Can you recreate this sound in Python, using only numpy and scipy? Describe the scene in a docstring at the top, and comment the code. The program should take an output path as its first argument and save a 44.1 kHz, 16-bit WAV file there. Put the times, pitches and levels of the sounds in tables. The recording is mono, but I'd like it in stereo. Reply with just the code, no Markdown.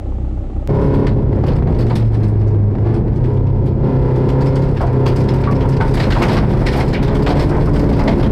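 """A lumpy four-cylinder idle, heard from inside a rally car waiting in a queue. Then all at once
the car is running hard along a gravel forest road. At a close stereo microphone in the bare cabin
the engine booms and rasps on the throttle while the tyres rumble below. They fling gravel and
stones against the floor pan and wheel arches, most thickly in a long bend."""
import sys
import numpy as np
from scipy import signal
from scipy.fft import rfft, irfft
from scipy.io import wavfile
from scipy.ndimage import uniform_filter1d

SR = 44100
rng = np.random.default_rng(int(sys.argv[2]) if len(sys.argv) > 2 else 0)


def pcm_store(signal):
    """Save signal as 16-bit PCM."""
    levels = np.round(np.clip(np.atleast_2d(signal), -1, 1) * 32767)
    wavfile.write(sys.argv[1], SR, levels.astype(np.int16).T)


N = 366471
TIME = np.arange(N) / SR


def from_db(db):
    return 10 ** (np.asarray(db) / 20)


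def rms_one(x):
    return x / np.sqrt(np.mean(x ** 2) + 1e-20)


def curve(rows):
    """A curve of time_s, value at every sample."""
    return np.interp(TIME, *np.transpose(rows))


def add(out, start_s, sound):
    """Mix a sound in at a given time."""
    i = int(np.clip(start_s * SR, 0, N - 1))
    out[:, i:i + sound.shape[1]] += sound[:, :N - i]


def colour(x, spectrum):
    """Shape a sound by rows of freq_hz, level_db, falling 24 dB an octave past their ends."""
    hz, db = np.transpose(spectrum)
    octave = np.log2(np.fft.rfftfreq(x.shape[-1], 1 / SR) + 1)
    outside = np.maximum(np.log2(hz[0]) - octave, 0) + np.maximum(octave - np.log2(hz[-1]), 0)
    gain_db = np.interp(octave, np.log2(hz), db) - 24 * outside
    return irfft(rfft(x) * from_db(gain_db), x.shape[-1])


# Stereo width, side against mid: freq_hz, side_db
STEREO_WIDTH = [(40, -58.5), (120, -71.5), (500, -69.5), (2000, -30.5), (4500, -19), (9000, -15),
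                (13000, 0)]
def noise(spectrum):
    """Stereo noise, centred in the bass and middle, wider in the treble."""
    mid, side = colour(rng.standard_normal((2, N)), spectrum)
    side = colour(side, STEREO_WIDTH)
    return rms_one(np.array([mid + side, mid - side]))


def drift(rate_hz):
    """A smooth random wander of spread 1."""
    step, settle = 40, 2000
    pole = np.exp(-2 * np.pi * rate_hz * step / SR)
    white = rng.standard_normal(N // step + settle + 2)
    slow = signal.lfilter([1], [1, -2 * pole, pole ** 2], white)[settle:]
    return np.interp(np.arange(N) / step, np.arange(len(slow)), rms_one(slow))


def resonate(x, hz, width_hz):
    """A resonance with gain 1 at its peak."""
    r = np.exp(-np.pi * width_hz / SR)
    feedback = [1, -2 * r * np.cos(2 * np.pi * hz / SR), r * r]
    return signal.lfilter(np.array([1, 0, -1]) * (1 - r * r) / 2, feedback, x)


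def with_modes(x, modes):
    """A sound with some resonances standing out of it."""
    return rms_one(x + sum(from_db(db) * resonate(x, hz, width) for hz, width, db in modes))


def snippet(ringing):
    """A random third of a second of a dense ringing."""
    start = rng.integers(N - SR // 3)
    return ringing[:, start:start + SR // 3]


def blow(ringing, rise_s, t60_s, tail_db, tail_t60_s):
    """One blow: a quick rise, a fast decay and the cabin's weaker tail."""
    t = TIME[:ringing.shape[1]]
    decay = from_db(-60 * t / t60_s) + from_db(tail_db - 60 * t / tail_t60_s)
    return rms_one(ringing) * (1 - np.exp(-t / rise_s)) * decay


def patter(per_s, size_db, t60_s):
    """The loudness contour of random grains of all sizes, each dying away."""
    sizes = from_db(size_db * np.minimum(rng.exponential(1, N), 3.5))
    grains = (rng.random(N) < per_s / SR) * sizes ** 2
    energy = signal.lfilter([1], [1, -from_db(-120 / (t60_s * SR))], grains + 1e-12)
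    return rms_one(uniform_filter1d(np.sqrt(energy), size=60))


# The road, rutted at first, smooth on the straight, rough in the bend: time_s, roughness_db
ROAD_ROUGHNESS = [(.69, -1), (.98, 1), (1.12, 2.5), (1.7, 2), (2.05, -2.5), (2.5, -1.5), (3.1, -1.5),
                  (4.5, -1.5), (5.45, -0.5), (5.8, 0), (6.45, 4.5), (6.78, -1), (7.55, 3.5), (7.78, 4),
                  (8.1, 5.5)]
# The body shell shaking around the microphone: freq_hz, level_db
SHAKE_SPECTRUM = [(15, -10.5), (28, -3), (42, 2.5), (52, -3.5), (62, 4), (80, -7.5), (120, -3), (170, -9),
                  (260, -41.5)]
# The tyres, heard through the floor: freq_hz, level_db
ROAR_SPECTRUM = [(80, 1), (130, 2.5), (160, 6.5), (185, -3.5), (215, 1.5), (250, -1), (400, -6),
                 (550, -9.5), (700, -17), (950, -24), (1300, -34.5), (2200, -43.5), (4000, -58),
                 (8000, -67.5)]
# Resonances of the bare cabin: freq_hz, width_hz, boost_db
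CABIN_MODES = [(100.7, 19, -7.5), (206.6, 4.9, 6.5), (285, 6, 0.5), (344, 23.6, 1.5), (415.3, 9.5, 1.5),
               (520, 39, -21.5), (955, 77, -1.5)]
def road(rough_db):
    """Ruts shake the body shell; the tread roars over the gravel and rings the cabin."""
    shake = from_db(-18 + .81 * rough_db + .26 * drift(16)) * noise(SHAKE_SPECTRUM)
    roar = from_db(-20 + rough_db + drift(16)) * with_modes(noise(ROAR_SPECTRUM), CABIN_MODES)
    return shake + roar


# The floor pan under gravel: freq_hz, level_db
PAN_SPECTRUM = [(300, 14.5), (700, 14), (1300, 6), (2100, 5), (2900, -0.5), (4200, -3.5), (5200, -10.5),
                (6300, -18.5), (8000, -24.5)]
# Its resonances: freq_hz, width_hz, boost_db
PAN_MODES = [(916, 64, -3.5), (1537, 15, -13.5), (2160, 90, -14), (3370, 60, -6), (4220, 80, -8),
             (4630, 72, -4.5), (5100, 61, -7)]
# Sharp grit in the wheel arches: freq_hz, level_db
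GRIT_SPECTRUM = [(3000, -7.5), (5000, 16), (6700, 2), (8000, 6.5), (10500, 0), (13000, 1), (15500, -20)]
# Resonances of the thin arch liners: freq_hz, width_hz, boost_db
ARCH_MODES = [(4500, 150, -1), (5140, 71, -1.5), (7960, 130, -4.5), (8800, 110, -7), (10200, 78, -1)]
def underbody():
    """The steady ringing of the floor pan, and of the arch liners under grit."""
    return with_modes(noise(PAN_SPECTRUM), PAN_MODES), with_modes(noise(GRIT_SPECTRUM), ARCH_MODES)


# Gravel thrown up by the tyres: time_s, level_db
SPRAY_LEVEL = [(.69, -39.5), (1.0, -41), (1.15, -53), (1.45, -42.5), (2.25, -42.5), (2.42, -53.5),
               (3.15, -52.5), (3.6, -62.5), (4.25, -44.5), (5.25, -39), (5.48, -41), (5.85, -34.5),
               (6.3, -31), (6.52, -31.5), (6.75, -33.5), (7.1, -38), (7.35, -28.5), (7.6, -35.5),
               (8.06, -31.5), (8.31, -36.5)]
def spray(spray_db, ringing, grit):
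    """Gravel peppers the arches: pebbles clatter, chips tick, and a few lumps clunk dully."""
    pebbles = patter(per_s=79, size_db=-3.5, t60_s=.2) * (from_db(-6) * ringing + from_db(-21.5) * grit)
    chips = from_db(-29) * patter(per_s=33, size_db=9.5, t60_s=.04) * grit
    clunks = from_db(4) * patter(per_s=32, size_db=2, t60_s=.45)
    lumps = clunks * noise([(450, 1.5), (700, 2), (1200, -6.5), (2000, -13)])
    return from_db(spray_db) * (pebbles + chips + lumps)


# Sheets of gravel in the bend: start_s, length_s, level_db
GRAVEL_SHEETS = [(5.991, 0.048, -28), (6.112, 0.11, -32), (6.28, 0.096, -28.5), (6.711, 0.093, -33),
                 (7.347, .08, -34.5)]
# Their small stones ring the pan's upper modes: freq_hz, gain_db
SHEET_COLOUR = [(500, 4), (1300, -2), (4500, 3.5), (9000, 0)]
def showers(ringing, grit, rise_s=.01, fall_s=.017):
    """A tyre digs in and throws a whole sheet of gravel: a dense rattle that holds and dies away."""
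    swell = 0
    for start_s, length_s, level_db in GRAVEL_SHEETS:
        rise = np.clip((TIME - start_s) / rise_s, 0, 1)
        fall = np.exp(-np.maximum(TIME - start_s - length_s, 0) / fall_s)
        swell += from_db(level_db) * rise * fall
    grains = patter(per_s=900, size_db=2.5, t60_s=.04)
    return swell * grains * (colour(ringing, SHEET_COLOUR) + from_db(-20) * grit)


# A loose part knocking in the car: start_s, level_db
LOOSE_KNOCKS = [(1.182, -32), (1.274, -37), (1.328, -20), (1.437, -18), (1.559, -34), (1.583, -23),
                (1.623, -20), (1.671, -18.5), (1.755, -36), (2.017, -28), (2.751, -25), (2.783, -24.5),
                (4.084, -33), (7.914, -15.5)]
# Its tone against the floor pan's: freq_hz, gain_db
LOOSE_COLOUR = [(500, 8), (900, 9), (2300, -2.5), (3500, -8), (8000, -1.5)]
def loose_part(ringing):
    """Over the ruts something loose in the body knocks, short and dry."""
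    out, clack = np.zeros((2, N)), colour(ringing, LOOSE_COLOUR)
    for start_s, level_db in LOOSE_KNOCKS:
        knock = blow(snippet(clack), rise_s=.00092, t60_s=.032, tail_db=-15, tail_t60_s=.26)
        add(out, start_s, from_db(level_db) * knock)
    return out


# Stones out in the wheel arches: start_s, level_db, pitch_hz
LINER_PINGS = [(1.806, -39.5, 4310), (4.468, -43, 5200), (5.286, -35, 5255), (5.551, -43, 5207),
               (6.93, -36, 5153), (7.396, -33.5, 5250)]
def pings(cracking, width_hz=650):
    """A stone that catches a thin wheel-arch liner leaves a short, rough ping."""
    out = np.zeros((2, N))
    for start_s, level_db, hz in LINER_PINGS:
        liner = resonate(resonate(snippet(cracking), hz, width_hz), hz, width_hz)
        ping = blow(liner, rise_s=.0037, t60_s=.11, tail_db=-19, tail_t60_s=.18)
        add(out, start_s, from_db(level_db) * ping)
    return out


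# One stone's clack, heard from above the pan: freq_hz, level_db
CLACK_SPECTRUM = [(400, 12.5), (1300, 8.5), (2100, 7.5), (2900, 2.5), (4200, -1), (5300, -5.5),
                  (6300, -16.5), (8000, -20.5)]
# The crack of its contact: freq_hz, level_db
CRACK_SPECTRUM = [(3000, -3.5), (5000, 15), (6700, 5), (8200, 6), (10500, -1), (13000, -1), (15500, -16)]
def stone_textures():
    """The grainy sounds of stone on the car: clacking on the pan, cracking in the arches."""
    clacking = with_modes(noise(CLACK_SPECTRUM), PAN_MODES) * patter(700, size_db=2.2, t60_s=.035)
    cracking = with_modes(noise(CRACK_SPECTRUM), ARCH_MODES) * patter(1500, size_db=3, t60_s=.012)
    return clacking, cracking


def struck_spot(texture, spread_db=3.2):
    """Each spot that is struck favours some bands and weakens others."""
    ring = snippet(texture)
    bands_hz = 300 * 2 ** (np.arange(30) / 5)
    gains_db = spread_db * np.clip(rng.standard_normal(len(bands_hz)), -1.7, 1.7)
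    return colour(ring, np.transpose([bands_hz, gains_db]))


def small_stones(spray_db, per_s=12, thick_spray_db=-35):
    """Random hits, oftener, harder and sharper in thick spray: start_s, level_db, sharpness_db."""
    thick_db = spray_db - thick_spray_db
    chance, (size, edge) = rng.random(N), rng.standard_normal((2, N))
    level_db = -47 + .4 * thick_db - 4 * size
    sharp_db = -16 + .5 * thick_db - 3 * edge
    hits = chance < per_s * from_db(.1 * thick_db) / SR
    return list(zip(TIME[hits], level_db[hits], sharp_db[hits]))


# Hard stones on the floor pan, close under the microphone: start_s, level_db, sharpness_db
HARD_STONES = [(.94, -45, -13), (1.067, -37.5, -33), (1.464, -38.5, -21), (1.515, -48, -26),
               (1.743, -52, -21), (1.787, -44.5, -11), (1.805, -47.5, -11), (1.865, -49, -14),
               (1.898, -41, -19), (1.955, -37.5, -10.5), (1.966, -48.5, -13), (2.046, -58, -12),
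               (2.14, -47.5, -17), (2.231, -47.5, -14), (2.278, -61, -3), (2.41, -54, -19),
               (2.475, -59, -7), (2.941, -47, -14), (3.155, -59, -7), (3.24, -49, -19), (3.33, -64, -5),
               (3.46, -51, -25), (3.66, -50.5, -14), (4.157, -51, -9), (4.287, -43.5, -15),
               (4.408, -42, -14), (4.459, -42, -13), (4.555, -43, -9.5), (4.618, -49, -11),
               (4.638, -48, -19), (4.688, -59, -13), (4.764, -40.5, -34), (4.808, -47.5, -9),
               (4.865, -47.5, -16), (5.061, -31, -14), (5.159, -41.5, -8), (5.203, -48.5, -5.5),
               (5.285, -40, -18), (5.337, -43.5, -11.5), (5.437, -40.5, -32), (5.511, -41.5, -15),
               (5.552, -48, -13), (5.607, -39, -31), (5.689, -49, -2), (5.72, -40.5, -23),
               (5.802, -38, -35), (5.876, -44.5, -12), (5.91, -49, -10), (5.94, -40, -9),
               (5.97, -36.5, -16), (5.999, -33.5, -27), (6.032, -36, -20), (6.103, -30.5, -15),
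               (6.122, -30.5, -25), (6.22, -27.5, -16.5), (6.283, -34, -19), (6.32, -43, -14),
               (6.368, -28.5, -36), (6.503, -46, -22), (6.597, -54, -12), (6.664, -30, -17),
               (6.728, -34, -18), (6.765, -46, -2), (6.799, -34.5, -17), (6.879, -42, -10),
               (6.93, -36, -18), (7.026, -35.5, -18), (7.08, -41.5, -31), (7.149, -41, -13),
               (7.223, -41, -15), (7.263, -31, -24), (7.289, -33, -16), (7.395, -33.5, -19),
               (7.425, -50, -15), (7.49, -48, -7), (7.604, -44, -20), (7.687, -56, -12), (7.734, -46, -10),
               (7.752, -40, -14.5), (7.793, -44.5, -6), (7.89, -43.5, -14), (7.929, -39, -18),
               (7.991, -34.5, -22), (8.077, -28, -25), (8.113, -39, -20), (8.195, -41.5, -16),
               (8.229, -36, -21)]
def stones(hits, clacking, cracking, t60_s):
    """Each stone clacks on the pan; a sharp contact adds a dry, broad crack that dies first."""
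    out, tail_t60_s = np.zeros((2, N)), 1.84 * t60_s
    for start_s, level_db, sharp_db in hits:
        pan, contact = struck_spot(clacking), struck_spot(cracking)
        clack = blow(pan, rise_s=.0039, t60_s=t60_s, tail_db=-14, tail_t60_s=tail_t60_s)
        crack = blow(contact, rise_s=.0029, t60_s=.8 * t60_s, tail_db=-11.5, tail_t60_s=tail_t60_s)
        add(out, start_s - .0015, from_db(level_db + 11) * (clack + from_db(sharp_db) * crack))
    return out


# Big stones on the chassis below: start_s, level_db, pitch_hz, clang_db, ring_t60_s
BIG_STONES = [(1.672, -27, 766, 7, .2), (1.905, -17, 728, -2, .2), (4.804, -10.5, 834, -5, 0.14),
              (4.835, -22, 690, 7, .25), (5.028, -22, 580, -13, 0.18), (5.473, -19, 1134, 9, 0.22),
              (5.65, -22, 949, 3, 0.17), (5.802, -11, 904, -1, 0.23), (5.808, -21.5, 1480, 5.5, 0.22),
              (6.155, -11, 914, -10, 0.23), (6.213, -24, 1057, 7, .26), (6.281, -28, 668.6, -6, .2),
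              (6.373, -13, 938, -7, .2), (6.787, -25, 882, 4, .2), (6.945, -18.5, 2280, 0, .14),
              (7.269, -11.5, 592.7, -7, .2), (7.295, -21.5, 716, 12, 0.28), (7.559, -15, 823, -11, 0.17),
              (7.672, -21, 1051, 0, .15), (7.997, -14.5, 850, -6, .2), (8.078, -12.5, 670, 5.5, .24)]
# Modes of a struck chassis part: pitch_ratio, level_db, ring_share
CHASSIS_MODES = [(1, 2, 0.93), (1.04, -1, .6), (1.22, -12, .55), (1.38, -12.5, 0.5), (1.509, -23, 0.65),
                 (1.668, -16, .45), (1.949, -16, .35), (2.53, -23, .3)]
def big_stones(ringing, clang_rise_s=.00087):
    """Big stones thud on the chassis and set the struck part clanging at its own pitch."""
    out, t = np.zeros((2, N)), TIME[:SR // 3]
    for start_s, level_db, hz, clang_db, ring_s in BIG_STONES:
        width_hz = .93 * hz
        body = resonate(resonate(snippet(ringing), hz, width_hz), hz, width_hz)
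        thud = blow(body, rise_s=.0035, t60_s=.2, tail_db=-2.5, tail_t60_s=.26)
        clang = 0
        for ratio, mode_db, share in CHASSIS_MODES:
            decay = from_db(mode_db - 60 * t / (share * ring_s))
            clang += decay * np.sin(2 * np.pi * (ratio * hz * t + rng.random()))
        clang *= from_db(clang_db + 1) * (1 - np.exp(-t / clang_rise_s))
        add(out, start_s, from_db(level_db - 11) * (thud + clang))
    return out


def tick(start_s, level_db, t60_s):
    """One dry tick, dead centre."""
    out, t = np.zeros((2, N)), TIME[:SR // 100]
    click = signal.lfilter([1], [1, -.85], from_db(level_db - 60 * t / t60_s))
    add(out, start_s, np.array([click, click]))
    return out


# The idle's drone in the standing car: firing_multiple, level_db
IDLE_TONES = [(1, -20.5), (2, -19), (3, -28.5), (4, -31.5), (6.5, -36), (10, -41.5)]
# Its clatter, heard from the cabin: freq_hz, level_db
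CLATTER_SPECTRUM = [(88, -29), (150, 1.5), (237, 0), (320, 4), (451, -10), (577, -4.5), (672, -18.5),
                    (797, -9), (964, -24), (1300, -23.5), (1550, -32.5), (1900, -31.5), (3130, -36.5),
                    (5630, -46.5), (7500, -46), (10000, -57), (14000, -73)]
def idle(firing_hz=31.65, knock_t60_s=.045, weak_loss_db=10):
    """A lumpy idle: uneven firings drone, shake the shell and clatter, every other one harder."""
    firings = (TIME - .1835) * firing_hz
    throb = from_db(-2.5 + 3 * drift(2.8))
    drone = 0
    for multiple, level_db in IDLE_TONES:
        amplitude = np.sqrt(2) * from_db(level_db + 2 * drift(13))
        cycles = multiple * firings + rng.random() + .012 * multiple * drift(4.3)
        drone += amplitude * np.sin(2 * np.pi * cycles)
    shudder = from_db(-28.5) * noise([(45, -22), (68, 5), (85, 5), (125, -2)])
    since_firing_s = firings % 1 / firing_hz
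    knock_db = -60 * since_firing_s / knock_t60_s - weak_loss_db * (np.floor(firings) % 2)
    beat = uniform_filter1d(from_db(knock_db), size=100)
    clatter = from_db(-32.5) * noise(CLATTER_SPECTRUM)
    # the clatter's body swells at each firing and sinks between; the hiss above stays even
    knocking = resonate(clatter, hz=720, width_hz=700) * (3.4 * beat - .25)
    return (drone + shudder) * throb + clatter + knocking


# The intake, heard from the cabin: freq_hz, level_db
RASP_SPECTRUM = [(500, -8), (800, 7.5), (950, 8.5), (1200, 2), (1700, -0.5), (2100, -5.5), (3000, -14.5),
                 (5000, -19.5), (6500, -30.5), (9000, -34), (14000, -41.5)]
def intake_rasp(firings, pulse_depth_db=7):
    """A rasp that swells at each firing; a rattle recurring every four packs it with close lines."""
    rattle = np.interp(firings / 4 % 1, np.linspace(0, 1, 1024), rng.standard_normal(1024))
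    rasp = rms_one(colour(rattle, RASP_SPECTRUM)) + .5 * noise(RASP_SPECTRUM)
    pulse = uniform_filter1d(from_db(-pulse_depth_db * (firings % 1)), size=100)
    return with_modes(rasp, PAN_MODES) * rms_one(pulse)


# Exhaust tones under full load: firing_multiple, level_db
EXHAUST_TONES = [(1.25, -8), (1.5, -18), (1.75, -20.5), (2, -7), (2.25, -20), (2.5, -19.5), (2.75, -14.5),
                 (3, -10), (3.25, -12), (3.502, -29), (3.75, -12.5), (4, -13.5), (4.25, -16), (4.5, -24),
                 (4.75, -28), (5, -27.5), (5.5, -20), (6, -21.5), (6.248, -24.5), (6.75, -22.5), (7, -26.5),
                 (7.25, -24), (8, -27.5)]
def exhaust(firings):
    """Overtones ring the cabin; the higher they are, the more uneven firing roughens them."""
    tones = 0
    for multiple, level_db in EXHAUST_TONES:
        jitter = .0015 * multiple ** 2 * drift(25)
        amplitude = from_db(level_db + 2 * drift(2.74))
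        tones += amplitude * np.sin(2 * np.pi * (multiple * firings + rng.random() + jitter))
    return with_modes(tones, CABIN_MODES)


# Engine speed along the forest road: time_s, firing_hz
FIRING_RATE = [(.7, 138.7), (1.12, 138.4), (1.3, 132.3), (1.6, 127), (1.85, 118), (2.05, 111.5),
               (2.35, 105.4), (2.72, 101.8), (3.0, 114.8), (3.12, 112.8), (3.3, 127.3), (3.5, 131.1),
               (3.72, 127), (3.9, 131.4), (4.07, 128), (4.25, 130.7), (4.52, 135.1), (4.72, 132.2),
               (4.84, 125.6), (5.0, 128.9), (5.83, 133.5), (6.3, 126.6), (6.86, 132.8), (7.55, 146.4),
               (8.3, 134.9)]
# The driver's foot: time_s, load_db
ENGINE_LOAD = [(.69, 1.5), (1.03, 3), (1.15, -7.5), (1.6, -5.5), (2.1, -13.5), (2.45, -7), (2.7, -9.5),
               (2.8, -12.5), (2.88, 3.5), (2.97, -0.5), (3.04, -15), (3.3, -3.5), (3.78, -9), (3.86, 1),
               (4.62, 0), (4.8, -13.5), (4.97, 1.5), (5.7, -1), (6.1, -5), (7.3, -1.5), (8.31, -2)]
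# The uneven cylinders' low lope: time_s, level_db
LOPE_LEVEL = [(.7, -19), (1.05, -22.5), (1.28, -16), (1.8, -27), (2.05, -42), (3.1, -29), (3.4, -17),
              (3.7, -22), (3.9, -28.5), (5.5, -24), (6.5, -27), (8.31, -30)]
# The boom dips briefly, mostly as the foot lifts: centre_s, depth_db
BOOM_DIPS = [(1.001, 4.1), (2.759, 11), (3.06, 13), (4.802, 5.3), (7.74, 7.1), (7.93, 7)]
def engine(rough_db, dip_s=.044, waver_db=1.5):
    """Firings boom around the microphone; load brings out the exhaust overtones and intake rasp."""
    firing_hz, load_db = curve(FIRING_RATE), curve(ENGINE_LOAD)
    # the revs waver more as the wheels slip on rough ground
    wobble = .002263 * from_db(rough_db) * drift(20.4)
    firings = np.cumsum(firing_hz * (1 + wobble)) / SR
    # the cabin booms most when the engine labours low; boom and overtones sink on rough ground
    boom_db = -11.5 - 17.5 * np.log2(firing_hz / 101.6) + .27 * load_db - .89 * rough_db
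    boom_db -= sum(db * np.exp(-((TIME - centre_s) / dip_s) ** 2) for centre_s, db in BOOM_DIPS)
    boom = from_db(boom_db + waver_db * drift(7.9)) * np.sin(2 * np.pi * firings)
    lope = from_db(curve(LOPE_LEVEL) + waver_db * drift(6)) * np.sin(2 * np.pi * firings * 3 / 4)
    overtones = from_db(-19.5 - .32 * rough_db) * exhaust(firings)
    rasp = from_db(-36.5) * intake_rasp(firings)
    return np.sqrt(2) * (boom + lope) + from_db(load_db) * (overtones + rasp)


def scene():
    """With a tick, the idle gives way at once to engine, road and gravel at speed."""
    rough_db, spray_db = curve(ROAD_ROUGHNESS), curve(SPRAY_LEVEL)
    standing = idle()
    driving = engine(rough_db) + road(rough_db)
    ringing, grit = underbody()
    driving += spray(spray_db, ringing, grit) + showers(ringing, grit)
    driving += big_stones(ringing) + loose_part(ringing)
    clacking, cracking = stone_textures()
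    driving += stones(HARD_STONES, clacking, cracking, t60_s=.15)
    driving += stones(small_stones(spray_db), clacking, cracking, t60_s=.048)
    driving += pings(cracking)
    jump_s, crossfade_s = .688, .013
    moving = np.clip((TIME - jump_s) / crossfade_s + .5, 0, 1)
    return (1 - moving) * standing + tick(start_s=.675, level_db=-17, t60_s=.000099) + moving * driving


def limiter(x, ceiling_db, release_db_per_s):
    """The gain ducks whenever the short-term level passes the ceiling, and then recovers."""
    power = uniform_filter1d(np.mean(x ** 2, axis=0), size=400)
    over_db = np.maximum(10 * np.log10(np.abs(power) + 1e-12) - ceiling_db, 0)
    release_db = release_db_per_s * TIME
    duck_db = np.maximum.accumulate(over_db + release_db) - release_db
    return x * from_db(-uniform_filter1d(duck_db, size=200))


def record(dry):
    """The camera in the cabin holds the level down, rounds the tallest peaks and cuts the top."""
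    peak, cutoff_hz = .85, 15700
    limited = limiter(dry * from_db(1), ceiling_db=-10.5, release_db_per_s=103.5)
    rounded = limited / (1 + (limited / peak) ** 8) ** (1 / 8)
    return signal.sosfilt(signal.ellip(10, .1, 80, cutoff_hz, fs=SR, output="sos"), rounded)


dry = scene()
out = record(dry)
pcm_store(out)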